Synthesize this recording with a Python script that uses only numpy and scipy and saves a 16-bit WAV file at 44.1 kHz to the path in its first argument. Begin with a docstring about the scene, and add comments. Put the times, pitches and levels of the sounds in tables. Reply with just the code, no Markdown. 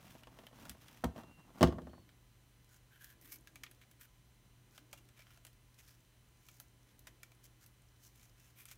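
"""A knife scrapes and taps a cardboard box as it slits a small pleated paper filter element on the lid.
The knife drops with one hollow knock, ringing the box's modes, and rocks to rest; two faint squeaks pass.
Sleeves rustle, and fingers rub, crinkle and tear the pleats off their core: fibres slip, pleats buckle.
Ventilation, mains hum and a faint electronic whine fill the storeroom throughout."""
import sys
import numpy as np
from scipy import signal
from scipy.fft import rfft, irfft, next_fast_len
from scipy.io import wavfile
from scipy.ndimage import uniform_filter1d

SR = 44100
rng = np.random.default_rng(int(sys.argv[2]) if len(sys.argv) > 2 else 0)


def transcribe(u):
    """Save the signal u as a 16-bit wav file named by the first command-line argument.

    u: samples, shape (n,) or (channels, n), limited to [-1, 1]; the rate is SR.
    q: integer samples, one column per channel.
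    """
    v = np.clip(np.atleast_2d(u).T, -1, 1)
    q = np.round(v * 32767).astype(np.int16)
    wavfile.write(sys.argv[1], SR, q)


N = 386757
T = np.arange(N) / SR

# Blade strokes. Each row: middle in s, length in s, cardboard drag in dB, paper hiss in relative dB.
STROKES = [(.09, 0.30496, -64, -66.5), (0.398, .26, -64, -74), (.64, .24, -59.5, -64.5),
           (0.903, 0.31177, -66.5, -67.5), (1.19, .09, -52.5, -69), (1.295, .07, -60, -88),
           (1.395, .05, -61, -80), (1.485, .1, -63, -80), (1.577, 0.092, -57.5, -68.5)]
# Spectra of cardboard, paper body and crisp paper edge. Each row: frequency in Hz, gain in dB.
CARDBOARD_SPECTRUM = [(50, -6.5), (150, 7.5), (270, 9), (420, -4), (800, -0.5), (1200, -3.5), (2000, -14.5),
                      (3500, -23), (8000, -28.5), (16000, -34.5)]
BODY_SPECTRUM = [(200, -13.5), (600, -21), (950, -6), (1400, 4), (2400, 4.5), (3400, 4), (4600, -5),
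                 (8000, -29)]
EDGE_SPECTRUM = [(2000, -29), (4000, -5), (6000, -2), (8000, -5), (10500, -4.5), (13000, -2.5),
                 (15500, -2.5), (16500, -24.5)]


def from_db(db):
    """Decibels to gain."""
    return 10 ** (np.asarray(db) / 20)


def unit_rms(x):
    """Scale to rms 1."""
    return x / np.sqrt(np.mean(x ** 2) + 1e-30)


def unit_hit(x, length_s):
    """Scale to the energy of an rms-1 sound lasting length_s."""
    return x * np.sqrt(length_s * SR / np.sum(x ** 2))


def at_hz(points, hz):
    """Interpolate a table over log frequency."""
    points_hz, values = np.transpose(points)
    return np.interp(np.log(np.maximum(hz, 1)), np.log(points_hz), values)


def add(track, start_s, sound):
    """Mix a sound in at start_s."""
    start = int(round(start_s * SR))
    first, last = max(start, 0), min(start + len(sound), N)
    track[first:last] += sound[first - start:last - start]


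def decay(t, t60_s):
    """Exponential fall, 60 dB in t60_s."""
    return np.exp(-np.log(1000) * t / t60_s)


def swell(length_s, peak_share, power):
    """Arched envelope peaking at peak_share of its length; a lower power holds it longer."""
    phase = np.interp(np.linspace(0, 1, int(length_s * SR)), [0, peak_share, 1], [0, .5, 1])
    return np.abs(np.sin(np.pi * phase)) ** power


def wobble(size, every_s):
    """Random drift of rms 1 on a time scale of every_s."""
    return unit_rms(uniform_filter1d(rng.standard_normal(size), size=int(every_s * SR)))


def colour(x, spectrum):
    """Minimum-phase filter with the given spectrum."""
    size = 2 * next_fast_len(len(x))
    gain = from_db(at_hz(spectrum, np.arange(size // 2 + 1) * SR / size))
    cepstrum = irfft(np.log(gain))
    cepstrum[1:size // 2] *= 2
    cepstrum[size // 2 + 1:] = 0
    return irfft(rfft(x, size) * np.exp(rfft(cepstrum)), size)[:len(x)]


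def resonance(x, hz, width_hz):
    """Two-pole resonator, peak gain 1."""
    r = np.exp(-np.pi * width_hz / SR)
    poles = [1, -2 * r * np.cos(2 * np.pi * hz / SR), r * r]
    return signal.lfilter(np.array([1, 0, -1]) * (1 - r * r) / 2, poles, x)


def burst(t, t60_s, scatter_db, scatter_t60_s):
    """Noise crack plus its scatter from hands, box and shelves."""
    envelope = decay(t, t60_s) + from_db(scatter_db) * decay(t, scatter_t60_s)
    return rng.standard_normal(len(t)) * envelope


def friction(size, slips_per_s, spread_db, hiss_share):
    """Fibres slip at random with very unequal strength, over a smooth hiss."""
    strength = from_db(spread_db * np.minimum(rng.exponential(1, size), 3))
    slips = (rng.random(size) < slips_per_s / SR) * strength * rng.choice([-1, 1], size)
    return unit_rms(unit_rms(slips) + hiss_share * rng.standard_normal(size))


def background(air_db=-68):
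    """Steady noise of ventilation and far machinery, with mains hum and electronic whine."""
    # Air noise spectrum. Each row: frequency in Hz, gain in dB.
    air_spectrum = [(20, -43), (31, -21), (42, -3), (60, -8.5), (90, -12.5), (125, -11.5), (160, -16.5),
                    (300, -20.5), (460, -26.5), (900, -29), (3000, -31), (4800, -36), (6000, -36),
                    (15700, -38.5), (16200, -65.5)]
    # Hum and whine partials. Each row: frequency in Hz, rms level in dB.
    partials = [(120, -70), (1012, -89.5), (2024, -91), (3036, -89), (4048, -89), (6067, -89.5),
                (7079, -98), (8091, -99), (9103, -91.5), (11127, -104)]
    tones = sum(from_db(db) * np.sqrt(2) * np.sin(2 * np.pi * (hz * T + rng.random()))
                for hz, db in partials)
    return tones + from_db(air_db) * unit_rms(colour(rng.standard_normal(N), air_spectrum))


def cutting():
    """The blade sticks and slips, the box amplifies it, and the paper hisses as it parts."""
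    out = np.zeros(N)
    for middle_s, length_s, drag_db, slit_db in STROKES:
        envelope = swell(length_s, peak_share=.5, power=.76)
        slips = friction(len(envelope), slips_per_s=1500, spread_db=5.5, hiss_share=.32)
        drag = envelope * unit_rms(colour(slips, CARDBOARD_SPECTRUM))
        slit = rasp(length_s, crisp_db=-.5, pleat_hz=2764, edge_hz=5000, ring_share=.29)
        add(out, middle_s - length_s / 2, from_db(drag_db) * drag + from_db(slit_db - 1) * slit)
    return out


def paper(force, spectrum, hz, width_hz, ring_share):
    """The paper's broad colour plus the resonance of the moving pleat."""
    broad = colour(force, spectrum)
    return broad + ring_share * resonance(broad, hz, width_hz)


def rasp(length_s, crisp_db, pleat_hz, edge_hz, ring_share, jerk_db=2.5):
    """One jerky stroke on paper: tiny slips excite its body and its crisp edge."""
    envelope = swell(length_s, peak_share=.5063, power=.83)
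    slips = friction(len(envelope), slips_per_s=1000, spread_db=3.4, hiss_share=.75)
    slips *= from_db(jerk_db * wobble(len(envelope), every_s=.008))
    body = paper(slips, BODY_SPECTRUM, pleat_hz, width_hz=170, ring_share=ring_share)
    body += .3 * ring_share * resonance(body, pleat_hz, width_hz=240)  # neighbouring pleats
    body += .349 * ring_share * resonance(body, 1.92 * pleat_hz, width_hz=400)  # second mode
    edge = paper(slips, EDGE_SPECTRUM, edge_hz, width_hz=1800, ring_share=1)
    return envelope * (unit_rms(body) + from_db(crisp_db) * unit_rms(edge))


def catches(per_s=13, edge_hz=1700):
    """Small contacts as the blade drops unevenly from pleat to pleat."""
    contacts = []
    for middle_s, length_s, drag_db, _ in STROKES:
        count = int(per_s * length_s)
        for k, (when, strength) in enumerate(rng.random((count, 2))):
            start_s = max(middle_s + length_s * ((k + when) / count - .5), 0)
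            thump_db = drag_db + 6 + (strength - .5)
            contacts.append((start_s, thump_db, edge_hz, thump_db - 18))
    return contacts


def knocks(contacts, ring_db=-1.5, flaps_db=-6, travel_s=.0018):
    """Each contact dents the lid, rings the box, shakes its flaps and cracks; sharper is brighter."""
    # Modes of the box and its air. Each row: frequency in Hz, relative level in dB, T60 in s.
    box_modes = [(71.584, -9.5, .16), (94, -10.5, 0.1), (168.32, -16.5, 0.19), (223, -8.5, 0.013),
                 (251, -4, 0.056), (353, -7.5, .07), (498.03, -10.5, 0.059), (610, -8, .035),
                 (653.6, -8, 0.05), (758.58, -17.5, .035), (933.5, -15, 0.047), (1084, -8.5, 0.046),
                 (1295.6, -15.5, 0.012), (1526, -11, 0.023), (1795.5, -8.5, 0.027)]
    # Hard crack spectrum. Each row: frequency in Hz, gain in dB.
    crack_spectrum = [(200, -23.5), (500, -3), (1200, -2.5), (1800, 2), (2300, -7), (2750, -2.5),
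                      (3200, 0.5), (3900, -6), (5000, -8), (8000, -15.5), (16000, -22.5)]
    out, t = np.zeros(N), T[:SR // 2]
    hz, mode_db, t60_s = np.transpose(box_modes)
    # Bending waves: low modes arrive last.
    age_s = t - travel_s * (np.sqrt(hz[0] / hz[:, None]) - np.sqrt(hz[0] / hz[-1]))
    modes = (age_s > 0) * np.cos(2 * np.pi * hz[:, None] * age_s) * decay(age_s, t60_s[:, None])
    ring = from_db(mode_db + ring_db) @ modes
    for start_s, thump_db, edge_hz, crack_db in contacts:
        dent_hz = 290 * np.sqrt(edge_hz / 515)  # a sharper contact dents a smaller, quicker patch
        dent = np.cos(2 * np.pi * dent_hz * t) * decay(t, t60_s=.01)
        flaps = unit_rms(colour(rng.standard_normal(len(t)), CARDBOARD_SPECTRUM)) * decay(t, t60_s=.081)
        thump = dent + ring + from_db(flaps_db) * flaps
        thump = signal.sosfilt(signal.butter(4, edge_hz, fs=SR, output="sos"), thump)
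        thump = signal.lfilter(*signal.butter(1, .14 * edge_hz, "high", fs=SR), thump)
        crack = colour(burst(t, t60_s=.02, scatter_db=-10, scatter_t60_s=.091), crack_spectrum)
        crack = unit_hit(crack, length_s=.0052)
        add(out, start_s, from_db(thump_db) * thump + from_db(crack_db) * crack)
    return signal.sosfilt(signal.butter(4, 42, "high", fs=SR, output="sos"), out)


def snaps(attack_s=.00043, crisp_db_per_octave=9):
    """A pleat buckles, or the paper parts under the knife: a dull push on the element, a brief panel ring, a
    crisp tick at the crease."""
    # Buckling pleats; the row at 1.042 s is the paper snapping through under the knife tap. Each row: start in
    # s, T60 in s, level in dB, tick offset in dB, # push offset in dB, pleat resonance in Hz.
    buckles = [(.234, 0.0062, -59.5, -7, -6.5, 2900), (0.467, 0.011, -55.5, -7, -7, 3080),
               (.653, 0.01482, -60, 0, 1.5, 1460), (0.695, 0.02081, -53, 6.5, -10, 3470),
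               (0.8827, 0.0173, -61, -1.5, -19, 3530), (1.042, 0.01247, -50, 2.5, -7, 3910),
               (2.0907, .005, -66, -7.5, -12, 1610), (3.044, 0.012, -62.5, 9, -18, 1630),
               (3.213, 0.0032, -78, 15.5, -3, 2280), (3.327, .03, -69, 15, -10, 2300),
               (3.473, 0.0049, -58, -2, -24, 1600), (3.5571, 0.0071, -56, -1, -14, 2300),
               (3.635, .016, -48, -2.5, -25, 2180), (3.6636, 0.01666, -57.5, -14, -29.5, 2400),
               (3.7126, .014, -66.5, 6.5, -20, 1600), (3.9127, .017, -70.5, 6.5, -9.5, 3100),
               (4.778, .016, -57.5, -2.5, -9, 1460), (4.929, .044, -53.5, 1.5, -2.5, 2418),
               (5.088, .01, -70, 1.5, -14, 1397), (5.1921, 0.027, -65, -2, -2, 2260),
               (5.2679, 0.00969, -66.5, -13.5, -8.5, 3080), (5.374, 0.018, -69, 1.5, -1, 2550),
               (5.4503, .012, -61, 5, -6.5, 1481), (5.4674, 0.0043, -63, 4, -9, 3150),
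               (6.486, 0.012, -60.5, -0.5, -15, 2300), (6.6, 0.00725, -62.5, 11, -4, 1340),
               (6.992, 0.012, -81, 20.5, -6, 2300), (7.07, 0.0655, -55, 0.5, -8.5, 1890),
               (7.2314, 0.02, -55, 1, -19, 2290), (7.318, 0.019, -67, -1, -7, 2340),
               (7.4407, 0.0231, -75, 13, -12, 3320), (7.6624, 0.005, -74, 14, -10, 2640),
               (8.655, 0.0034, -62, 7.5, -17, 2308), (8.7127, 0.041, -58.5, 5, -11, 2375)]
    # Dull push spectrum. Each row: frequency in Hz, gain in dB.
    push_spectrum = [(100, -16), (300, -34.5), (600, 4.5), (1100, -5), (1800, -10), (4000, -45)]
    # Panel modes. Each row: ratio to the pleat resonance, linear gain.
    panel_modes = [(.55, 0.52), (1, 1), (1.43, 0.148), (1.9, 0.14)]
    out, t = np.zeros(N), T[:SR // 10]
    attack = 1 - np.exp(-t / attack_s)
    for start_s, t60_s, db, crisp_db, push_db, pleat_hz in buckles:
        push = colour(attack * burst(t, t60_s, scatter_db=-1, scatter_t60_s=.06), push_spectrum)
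        body = colour(attack * burst(t, t60_s, scatter_db=-6.5, scatter_t60_s=.06), BODY_SPECTRUM)
        body += 2.241 * sum(gain * resonance(body, ratio * pleat_hz, width_hz=129.8)
                            for ratio, gain in panel_modes)
        crease_hz = np.clip(6111 * 2 ** (crisp_db / crisp_db_per_octave), 5000, 13000)
        force = burst(t, t60_s, scatter_db=-13, scatter_t60_s=.0961)
        tick = paper(force, EDGE_SPECTRUM, crease_hz, width_hz=4300, ring_share=1.15)
        for part, part_db in ((push, push_db), (body, .5), (tick, crisp_db - 1)):
            add(out, start_s, from_db(db + part_db) * unit_hit(part, length_s=.0082))
    return out


def squeaks(waver_share=.0087, flutter_db=1):
    """Thin, unsteady tones that swell and rise slowly, then sink and fade faster."""
    # Pitch arches. Each row: middle in s, length in s, level in dB, top in Hz, droop at the ends in Hz.
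    arches = [(1.279, 0.39, -70, 2760, 45.12), (1.945, 0.22, -76, 4440, 350)]
    out = np.zeros(N)
    for middle_s, length_s, db, top_hz, droop_hz in arches:
        arch = swell(length_s, peak_share=.75, power=.7)
        envelope = arch * from_db(flutter_db * wobble(len(arch), every_s=.016))
        waver = 1 + waver_share * wobble(len(arch), every_s=.00209)
        hz = (top_hz - droop_hz * (1 - arch)) * waver
        tone = np.sin(2 * np.pi * np.cumsum(hz) / SR)
        add(out, middle_s - length_s / 2, from_db(db) * envelope * tone)
    return out


def rocking(start_s=1.7845, first_gap_s=.086, gap_ratio=.73, first_db=-38, loss_db=5):
    """Contacts of the dropped knife settling end after end, ever quicker and weaker."""
    contacts, crack_offset_db = [], -25.5
    for k in range(4):
        gap_s, db = first_gap_s * gap_ratio ** k, first_db - loss_db * k
        for lag_s, thump_db, edge_hz in ((0, db, 1860), (.4 * gap_s, db - 2, 520)):
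            contacts.append((start_s + lag_s, thump_db, edge_hz, thump_db + crack_offset_db))
        start_s += gap_s
    return contacts


def sleeves():
    """Soft low-mid cloth noise with each shift of the arms."""
    # Arm shifts. Each row: middle in s, length in s, level in dB.
    shifts = [(2.05, 0.4856, -74.5), (3.55, 1.08, -73.5), (4.951, .8, -74.5), (7.25, 1.1, -77.5),
              (8.5, .9, -82)]
    out = np.zeros(N)
    for middle_s, length_s, db in shifts:
        envelope = swell(length_s, peak_share=.3471, power=1)
        cloth = resonance(rng.standard_normal(len(envelope)), hz=289.3, width_hz=54)
        cloth = unit_rms(resonance(cloth, hz=317.05, width_hz=1628.6))
        add(out, middle_s - length_s / 2, from_db(db) * envelope * cloth)
    return out


def crinkles(start_s=2.6, count=45, softest_db=-77, range_db=8):
    """Single fibres of the handled element give way with tiny ticks."""
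    out, t = np.zeros(N), T[:SR // 30]
    for when, strength, pitch in rng.random((count, 3)):
        hz = 1500 * 9 ** pitch
        force = burst(t, t60_s=.011, scatter_db=-1.5, scatter_t60_s=.027)
        tick = paper(force, EDGE_SPECTRUM, hz, width_hz=hz / 5, ring_share=5.533)
        tick = from_db(softest_db + range_db * strength) * unit_hit(tick, length_s=.005914)
        add(out, start_s + when * (T[-1] - start_s), tick)
    return out


def rubs(gain_db=-1.04, torn_s=3.2, taut_ring=3.6, loose_ring=1):
    """Paper slides and tears under the fingers; pleats ring more on the core than once torn loose."""
    # Finger pulls. Each row: middle in s, length in s, relative level in dB, edge over body in dB,
    # pleat resonance in Hz, edge resonance in Hz.
    pulls = [(2.739, 0.09604, -71.5, 3, 1545, 6600), (2.946, .09, -67, -7, 1577, 13000),
             (3.03, 0.07815, -62, -2, 1624, 11800), (3.094, .1, -65.5, 0.5, 1680, 12900),
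             (3.268, 0.10897, -66.5, 4.5, 1920, 13530), (3.334, .08, -61, 8.5, 2255, 12600),
             (3.827, 0.03241, -61.5, -6, 2310, 6100), (4.03, 0.072, -63.5, 3.5, 1524, 13130),
             (4.768, 0.10703, -73, 3.5, 1486, 5020), (4.973, 0.06114, -67.5, -1, 2740, 6663),
             (5.2, 0.085, -63.5, -3, 2317, 5050), (5.316, 0.13555, -69, -2, 1370, 4980),
             (5.796, 0.037, -62.5, 1.5, 2480, 6500), (5.884, 0.17, -72.5, 5, 1656, 5140),
             (6.518, 0.3, -79, 7.5, 2330, 6700), (6.895, .07, -73.5, -1.5, 2270, 5020),
             (7.451, 0.041, -70, 8, 3053, 6630), (7.629, 0.056, -70, 4.5, 1400, 6465),
             (8.053, .11, -75.5, 12, 2960, 5950), (8.21, 0.1984, -74, 4.5, 2320, 6600),
             (8.446, 0.19, -73, 3, 2700, 6203), (8.603, 0.10054, -65, 3, 2360, 12350),
             (8.706, 0.074, -62, 2, 2320, 6400)]
    out = np.zeros(N)
    for middle_s, length_s, db, crisp_db, pleat_hz, edge_hz in pulls:
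        ring_share = taut_ring if middle_s < torn_s else loose_ring
        pull = rasp(length_s, crisp_db, pleat_hz, edge_hz, ring_share)
        add(out, middle_s - length_s / 2, from_db(db + gain_db) * pull)
    return out


def room(x, wet_db=-13, build_s=.0072):
    """Crowded shelves give a weak diffuse tail, strongest and longest in the bass."""
    # Reverberation. Each row: frequency in Hz, T60 in s, relative level in dB.
    reverb = [(49.26, 0.58, -0.5), (100, 0.8894, 3.5), (250, 0.49, -1.5), (1004.3, 0.29, -1.5),
              (4000, 0.24, -2.5), (15970, 0.15, -3.5)]
    t60_points, db_points = np.array(reverb)[:, :2], np.array(reverb)[:, ::2]
    t, tail = T[:SR], 0
    edges_hz = np.geomspace(35, 17000, 10)
    for low_hz, high_hz in zip(edges_hz, edges_hz[1:]):
        hz = np.sqrt(low_hz * high_hz)
        bandpass = signal.butter(2, [low_hz, high_hz], "band", fs=SR, output="sos")
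        band = signal.sosfilt(bandpass, rng.standard_normal(len(t)))
        band *= decay(t, at_hz(t60_points, hz)) * (1 - np.exp(-t / build_s))
        band *= np.sqrt(2 * (high_hz - low_hz) / SR / np.sum(band ** 2))  # unit gain in the band
        tail += from_db(at_hz(db_points, hz)) * band
    return x + from_db(wet_db) * signal.fftconvolve(x, tail)[:N]


def scene():
    """Knife, box and paper close by in the storeroom, mono."""
    # Knife taps and drop. Each row: start in s, thump in dB, thump's upper edge in Hz, crack in dB.
    knife_hits = [(.152, -48.5, 1300, -64), (0.271, -47, 1540, -58.5), (.388, -48.5, 1820, -57),
                  (.436, -53, 1800, -66), (.529, -51, 1600, -71.5), (0.702, -40.5, 196, -68),
                  (1.0385, -23.5, 1502, -55), (1.0425, -33.5, 1198, -46), (1.053, -23, 201, -72),
                  (1.161, -42, 1291, -60), (1.179, -44, 1499, -60), (1.609, -18.5, 1100, -40.5),
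                  (1.617, -17, 560, -41), (1.6289, -13.5, 1498, -26), (1.64, -11.5, 400, -52),
                  (1.673, -33, 592, -47.5), (1.6823, -23, 450, -53.5), (1.7242, -38, 1400, -58)]
    knife = knocks(knife_hits + rocking() + catches()) + cutting()
    return (background() + squeaks() + sleeves() + room(knife + snaps() + rubs() + crinkles()))[None]


def record(dry):
    """Steep low-pass at 16.5 kHz."""
    return signal.sosfilt(signal.ellip(10, .1, 70, 16500, fs=SR, output="sos"), dry)


dry = scene()
out = record(dry)
transcribe(out)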